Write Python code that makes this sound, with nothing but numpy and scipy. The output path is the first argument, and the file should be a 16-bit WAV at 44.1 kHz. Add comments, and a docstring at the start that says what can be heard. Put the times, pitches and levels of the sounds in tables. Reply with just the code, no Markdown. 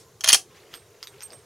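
"""A rifle bolt is worked in a wooden shooting shelter: rattles of contacts drive ringing steel modes.
The spent brass case bounces to the right: filtered ticks, each damping and restarting decaying sines.
A low sine thuds as the bolt goes home; sparse decaying taps give the shelter's echoes.
Shaped noise makes the outdoor hum, cloth rustle, soft low shuffles and the tail of a clack just gone."""
import sys
import numpy as np
from scipy import signal
from scipy.io import wavfile
from scipy.ndimage import uniform_filter1d

SR = 44100
rng = np.random.default_rng(int(sys.argv[2]) if len(sys.argv) > 2 else 0)


def to_wav(s):
    """Save 16-bit WAV."""
    ch = np.atleast_2d(s).T  # columns
    pcm = np.round(np.clip(ch, -1, 1) * 32767)  # PCM
    wavfile.write(sys.argv[1], SR, pcm.astype(np.int16))


N = 63945


def amp(db):
    """Amplitude ratio of a level in dB."""
    return 10 ** (np.asarray(db) / 20)


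def unit_rms(x):
    """Scale to an RMS of 1."""
    return x / np.sqrt(np.mean(x ** 2) + 1e-20)


def read_curve(points, hz):
    """Interpolate (frequency, value) points along log frequency."""
    point_hz, value = np.transpose(points)
    return np.interp(np.log(hz + 1), np.log(point_hz + 1), value)


def add(mix, start_s, sound):
    """Add a sound at its start time, cut at the end of the mix."""
    part = mix[..., round(start_s * SR):][..., :sound.shape[-1]]
    part += sound[..., :part.shape[-1]]


def colour(x, points):
    """Minimum-phase filter with the given (frequency [Hz], gain [dB]) response."""
    log_gain = np.log(amp(read_curve(points, abs(np.fft.fftfreq(4096, 1 / SR)))))
    spectrum = np.exp(np.conj(signal.hilbert(log_gain)))
    taps = np.fft.ifft(spectrum).real[:2048]
    return signal.fftconvolve(x, taps)[:len(x)]


def modes(table, t, spread_db):
    """Sum of exponentially decaying sines (Hz, dB, t60 s), strengths spread at random."""
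    hz, db, t60 = np.transpose(table)[:, :, None]
    chance = rng.standard_normal((len(table), 1))
    envelope = amp(db + spread_db * chance - 60 * t / t60)
    return (envelope * np.sin(2 * np.pi * hz * t)).sum(0)


# left-right likeness: (frequency [Hz], correlation [0..1])
LIKENESS = [(1000, .993), (3000, 0.99), (8000, .75)]


def widen(z):
    """Mix two independent spectra into a stereo pair, correlated by band."""
    same = np.clip(read_curve(LIKENESS, np.linspace(0, SR / 2, z.shape[1])), 0, 1)[:, None]
    return np.array([z[0], same * z[0] + np.sqrt(1 - same ** 2) * z[1]])


def hiss(points, patchy_db, size):
    """Unit-RMS stereo noise of a given spectrum, its level drifting in time-frequency patches."""
    a, b, c, d, patches = rng.standard_normal((4 * N // size + 5, size // 2 + 1, 5)).T
    patches = uniform_filter1d(patches, size=6, axis=0)
    patches = unit_rms(uniform_filter1d(patches, size=6, axis=1))
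    spectrum_db = read_curve(points, np.linspace(0, SR / 2, len(a)))[:, None]
    z = widen(np.array([a + 1j * b, c + 1j * d])) * amp(spectrum_db + patchy_db * patches)
    return unit_rms(signal.istft(z, nperseg=size, noverlap=3 * size // 4)[1][:, :N])


# outdoor air spectrum: (frequency [Hz], relative level [dB])
AIR_SPECTRUM = [(20, -31.5), (55, -19.5), (101, -2.5), (150, -9.5), (260, -21.5), (334, -10), (430, -1),
                (560, -12.5), (800, -15), (1200, -18.5), (2500, -30.5), (6800, -23.5), (7600, -29),
                (12100, -29.5), (15500, -38)]
AIR_RMS_DB = -55


def outdoor_air():
    """Broad air noise with a low hum: steady noise with low spectral peaks."""
    return amp(AIR_RMS_DB) * hiss(AIR_SPECTRUM, patchy_db=3.0, size=2048)


# cloth moving: (time [s], level [dB])
RUSTLE_LEVEL = [(.46, -68.5), (.57, -53), (.64, -59.5), (.69, -62.5), (.74, -48.5), (.79, -61), (.86, -65),
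                (1.0, -61.5), (1.2, -56.5), (1.42, -62.5)]
# cloth spectrum: (frequency [Hz], relative level [dB])
CLOTH_SPECTRUM = [(500, -8), (1000, -9), (2160, -3), (4000, -8), (7500, -16.5), (15500, -24.5)]


def cloth_rustle():
    """Cloth friction: patchy noise following a level curve."""
    time_s, db = np.transpose(RUSTLE_LEVEL)
    level_db = np.interp(np.linspace(0, N / SR, N), time_s, db)
    return amp(level_db) * hiss(CLOTH_SPECTRUM, patchy_db=3.5, size=256)


def earlier_clack():
    """Tail of a clack just gone: shaped noise dying from the start."""
    start_db, t60_s = -51.5, 0.22
    noise = colour(rng.standard_normal(N), [(1500, -12.0), (5500, 0), (10000, -4), (15500, -25.5)])
    return unit_rms(noise) * amp(start_db - 60 * np.arange(N) / SR / t60_s)


# modes of the action: (frequency [Hz], width [Hz], relative level before favouring and spread [dB])
ACTION_MODES = [(855, 350, -7.5), (1920, 150, -18.5), (2900, 750, -12.5), (3267, 90, -1), (3900, 730, -2),
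                (4420, 160, -10), (5200, 720, 0.5), (6300, 810, 5), (10060, 660, -3.5)]
# colour of the crack: (frequency [Hz], relative level [dB])
CRACK_SPECTRUM = [(600, -27), (1440, -11.5), (2930, -1.5), (5330, -7), (7610, -10.5), (9930, -3),
                  (12100, -21), (15500, -41.5)]
FAVOUR_DB, FAVOUR_OCTAVES, SPREAD_DB = 11, 0.13, 3
RING_AT_0_DB = -2.5  # modes against crack, for a 0 dB clack
SOFT_RING = 0.63  # dB more ring per dB softer


def steel(drive, favour_hz, db):
    """Broad crack plus ringing action modes, those near the favoured pitch struck hardest."""
    t = np.arange(2048) / SR
    struck = []
    for hz, width_hz, mode_db in ACTION_MODES:
        octaves = np.log2(hz / favour_hz)
        lift_db = FAVOUR_DB * np.exp(-(octaves / FAVOUR_OCTAVES) ** 2)
        struck.append((hz, mode_db + lift_db, 2.2 / width_hz))
    ring = modes(struck, t, SPREAD_DB)
    crack = colour(t == 0, CRACK_SPECTRUM)
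    ring_gain = amp(RING_AT_0_DB - SOFT_RING * db)
    response = crack / np.linalg.norm(crack) + ring_gain * ring / np.linalg.norm(ring)
    return signal.fftconvolve(drive, response)[:len(drive)]


def contacts(size, uneven_db=2):
    """Dense uneven clicks: noise with exponentially spread levels."""
    return rng.standard_normal(size) * amp(uneven_db * rng.exponential(1, size))


# bolt clacks: (time [s], level of 3 standard deviations over the first 200 samples [dB],
# filter gain at 6 kHz [dB], at 10 kHz [dB], favoured pitch [Hz], rattle decay constant [s])
BOLT_CLACKS = [(0.208, -21.5, 11, 1.5, 3205, 0.0028), (0.2378, -15, -5, -3, 6250, 0.0066),
               (0.2426, -7.5, -5.5, -4.5, 6000, 0.003), (0.2588, -15, 2.5, -9.5, 3900, 0.0031),
               (0.2706, -15.5, 4.5, -10, 2870, 0.0025), (0.2758, -8, -2.5, -5, 9700, 0.0045),
               (0.2779, -15, 0, -4, 2900, .0016), (0.2862, -4, 12, 8, 10000, 0.0011),
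               (0.2889, 1.5, -4.5, 1.5, 6100, 0.0022), (0.2923, -4, 12, 0, 5100, 0.0009),
               (0.3, -5.5, -11.5, -4, 5000, 0.0036), (0.3081, -8.5, -3, -5, 2800, 0.0022),
               (0.32, -6.5, 1.5, -4.5, 6426, 0.0092), (0.3292, 4.5, 0, -1.5, 3260, 0.0052),
               (0.3448, 0.5, 7, 1, 5770, 0.0021), (0.349, -7, -2.5, -2.5, 4220, 0.00082),
               (0.354, -11.5, 13.5, 10.5, 8370, 0.0031)]


def bolt_clacks():
    """Each clack is a short decaying rattle of contacts into the steel."""
    out, t = np.zeros(N), np.arange(4096) / SR
    for start_s, db, mid_db, top_db, favour_hz, decay_s in BOLT_CLACKS:
        envelope = np.minimum(t / 0.0003, 1) * np.exp(-t / max(decay_s, 1e-4))
        hit = steel(contacts(len(t)) * envelope, favour_hz, db)
        hit = colour(hit, [(420, -22.5), (680, -0.5), (3500, -5.0), (6000, mid_db), (10000, top_db)])
        add(out, start_s, amp(db) * hit / (3 * np.std(hit[:200])))
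    return out


def stock_thud():
    """The stock takes the blow as the bolt goes home: one decaying low sine."""
    start_s, db, hz, t60_s = 0.3298, -21, 380, 0.019
    out, t = np.zeros(N), np.arange(4096) / SR
    add(out, start_s, amp(db - 60 * t / t60_s) * np.sin(2 * np.pi * hz * t))
    return out


EARLY_DB, EARLY_S = -13, 0.008
SIDE_HZ = 1800  # below this both microphones hear nearly the same


def nearby(x):
    """Direct sound plus early reflections reaching two microphones up to a few samples apart."""
    taps = np.zeros((2, 2048))
    taps[:, 0] = 1
    for when, sign, skew in rng.random((8, 3)):
        at = 20 + round(when * EARLY_S * SR) + np.array([0, round(3 * skew - 1.5)])
        taps[[0, 1], at] += amp(EARLY_DB) * np.sign(sign - 0.5)
    pair = signal.fftconvolve(x, taps / np.linalg.norm(taps[0]), axes=1)[:, :N]
    mid = pair.mean(0)
    high_pass = signal.butter(4, SIDE_HZ, "high", fs=SR, output="sos")
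    return mid + signal.sosfilt(high_pass, pair - mid)


# shelter decay at dying = 1: (frequency [Hz], t60 [s])
SHELTER_DECAY = [(300, 0.24), (2000, 0.13), (7000, 0.16)]


def shelter(x, gap_s, dying):
    """Sparse random-sign taps, each band dying at its own speed; dying divides the t60."""
    taps = np.zeros((2, SR // 2))
    at = np.arange(0, SR // 2, 10) + rng.integers(0, 10, (2, SR // 20))
    np.put_along_axis(taps, at, rng.choice([-1., 1.], at.shape), 1)
    hz, t, z = signal.stft(taps, SR, nperseg=256)
    decay = amp(-60 * dying * t / read_curve(SHELTER_DECAY, hz)[:, None])
    tail = signal.istft(widen(z) * decay, SR, nperseg=256)[1]
    tail[:, :round(gap_s * SR)] = 0
    tail = tail / np.linalg.norm(tail[0])
    return signal.fftconvolve(x, tail, axes=1)[:, :N]


# soft low movements: (time [s], level [dB])
SHUFFLE_TIMES = [(0.759, -53), (1.331, -50.5)]
SHUFFLE_HALF_WIDTH_S = 0.036  # to 1/e


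def shuffles():
    """Soft low movements: dull noise under Gaussian swells."""
    t = np.arange(N) / SR
    swell = sum(amp(db) * np.exp(-((t - s) / SHUFFLE_HALF_WIDTH_S) ** 2) for s, db in SHUFFLE_TIMES)
    return swell * hiss([(100, -29.0), (400, 0.0), (1500, -16.5), (4000, -60)], patchy_db=2, size=1024)


# tick colour: (frequency [Hz], relative level [dB])
TICK_SPECTRUM = [(600, -30), (1200, -9), (6400, -11.5), (7740, -24), (12100, -25), (15500, -33)]
TICK_DECAY_S, TICK_LIFT_DB, TICK_OCTAVES = 0.0014, 8, 0.4
GRAIN_AT_0_DB = -27  # rises as bounces soften: they scrape more than they tick


def case_tick(db, tick_hz):
    """Dry impact: an impulse plus dying noise grain, lifted around the tick pitch."""
    t = np.arange(2048) / SR
    grain = rng.standard_normal(2048) * np.exp(-t / TICK_DECAY_S)
    tick = colour((t == 0) + amp(GRAIN_AT_0_DB - db / 2) * grain, TICK_SPECTRUM)
    ratio = 2 ** TICK_OCTAVES
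    tick = colour(tick, [(tick_hz / ratio, 0), (tick_hz, TICK_LIFT_DB), (tick_hz * ratio, 0)])
    return amp(db) * tick / abs(tick).max()


# brass tube modes: (frequency [Hz], t60 [s])
BRASS_MODES = [(8508, 0.23), (11950, 0.12), (12975, 0.14)]
TWIN_BELOW_HZ, TWIN_DB = 35, -13


def brass_ring(rings_db, t):
    """Decaying tube modes, each with a weaker, slightly lower twin that beats with it."""
    ring = 0
    for db, (hz, t60) in zip(rings_db, BRASS_MODES):
        ring = ring + modes([(hz, db, t60), (hz - TWIN_BELOW_HZ, db + TWIN_DB, t60)], t, 0)
    return ring


# case bounces, levels before panning: (time [s], tick peak [dB], tick pitch [Hz],
# then level of each brass mode, low to high [dB])
CASE_BOUNCES = [(0.7399, -22.5, 3460, -51, -52, -53), (0.7467, -38, 1112, -50.5, -70, -69),
                (0.751, -36, 4550, -44.5, -55, -48), (.773, -38.5, 4540, -52.5, -59, -68),
                (1.0286, -19.5, 4900, -52, -75, -56), (1.0324, -33, 5500, -49, -75, -66),
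                (1.0407, -35.5, 6300, -63, -70, -49), (1.072, -26, 4000, -50.5, -62, -56),
                (1.2067, -29.5, 6000, -70, -69, -69), (1.217, -37, 6000, -59, -77, -61.5),
                (1.2223, -28, 6460, -49, -47, -52), (1.228, -43, 4440, -40.5, -49, -51),
                (1.2333, -30, 6300, -35, -49, -50), (1.273, -58, 3940, -57, -70, -72),
                (1.3047, -35.5, 4970, -61, -80, -78), (1.321, -39.5, 4900, -51.5, -58, -65),
                (1.332, -36, 5430, -42.5, -58.5, -72)]
TICK_LEFT_OVER_RIGHT_DB, RING_LEFT_OVER_RIGHT_DB = -1, -6
RING_RISE_S, DAMP_DB = 0.0021, -14


def brass_case():
    """Each bounce is a dry tick that damps the brass tube and sets it ringing anew."""
    ticks, rings, t = np.zeros(N), np.zeros(N), np.arange(12000) / SR
    for start_s, db, tick_hz, *rings_db in CASE_BOUNCES:
        add(ticks, start_s, case_tick(db, tick_hz))
        later_s = [row[0] for row in CASE_BOUNCES if row[0] > start_s]
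        damped_db = DAMP_DB * sum(np.clip((start_s + t - s) / RING_RISE_S, 0, 1) for s in later_s)
        ring = brass_ring(rings_db, t) * np.minimum(t / RING_RISE_S, 1)
        add(rings, start_s, ring * amp(damped_db))
    side = np.array([[0.5], [-0.5]])
    return ticks * amp(TICK_LEFT_OVER_RIGHT_DB * side), rings * amp(RING_LEFT_OVER_RIGHT_DB * side)


ACTION_WET_DB, RING_WET_DB, TICK_WET_DB = -10, -14, -5.5


def scene():
    """Bolt with early reflections, direct case sound, shelter echoes and outdoor layers."""
    background = outdoor_air() + cloth_rustle() + shuffles()
    action = (earlier_clack() + bolt_clacks() + stock_thud()) * np.ones((2, 1))
    ticks, rings = brass_case()
    wet = shelter(amp(ACTION_WET_DB) * action + amp(RING_WET_DB) * rings, gap_s=0.002, dying=1)
    # tick echoes come late and die faster
    wet += shelter(amp(TICK_WET_DB) * ticks, gap_s=0.005, dying=2)
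    return nearby(action) + ticks + rings + wet + background


CEILING, EDGE_HZ = 1.05, 15900


def record(dry):
    """The loudest clacks overload the input; a low-pass and full-scale clip follow."""
    clipped = np.clip(dry, -CEILING, CEILING)
    low_pass = signal.firwin(511, EDGE_HZ, window=("kaiser", 9), fs=SR)
    return np.clip(signal.oaconvolve(clipped, low_pass[None], "same"), -1, 1)


dry = scene()
out = record(dry)
to_wav(out)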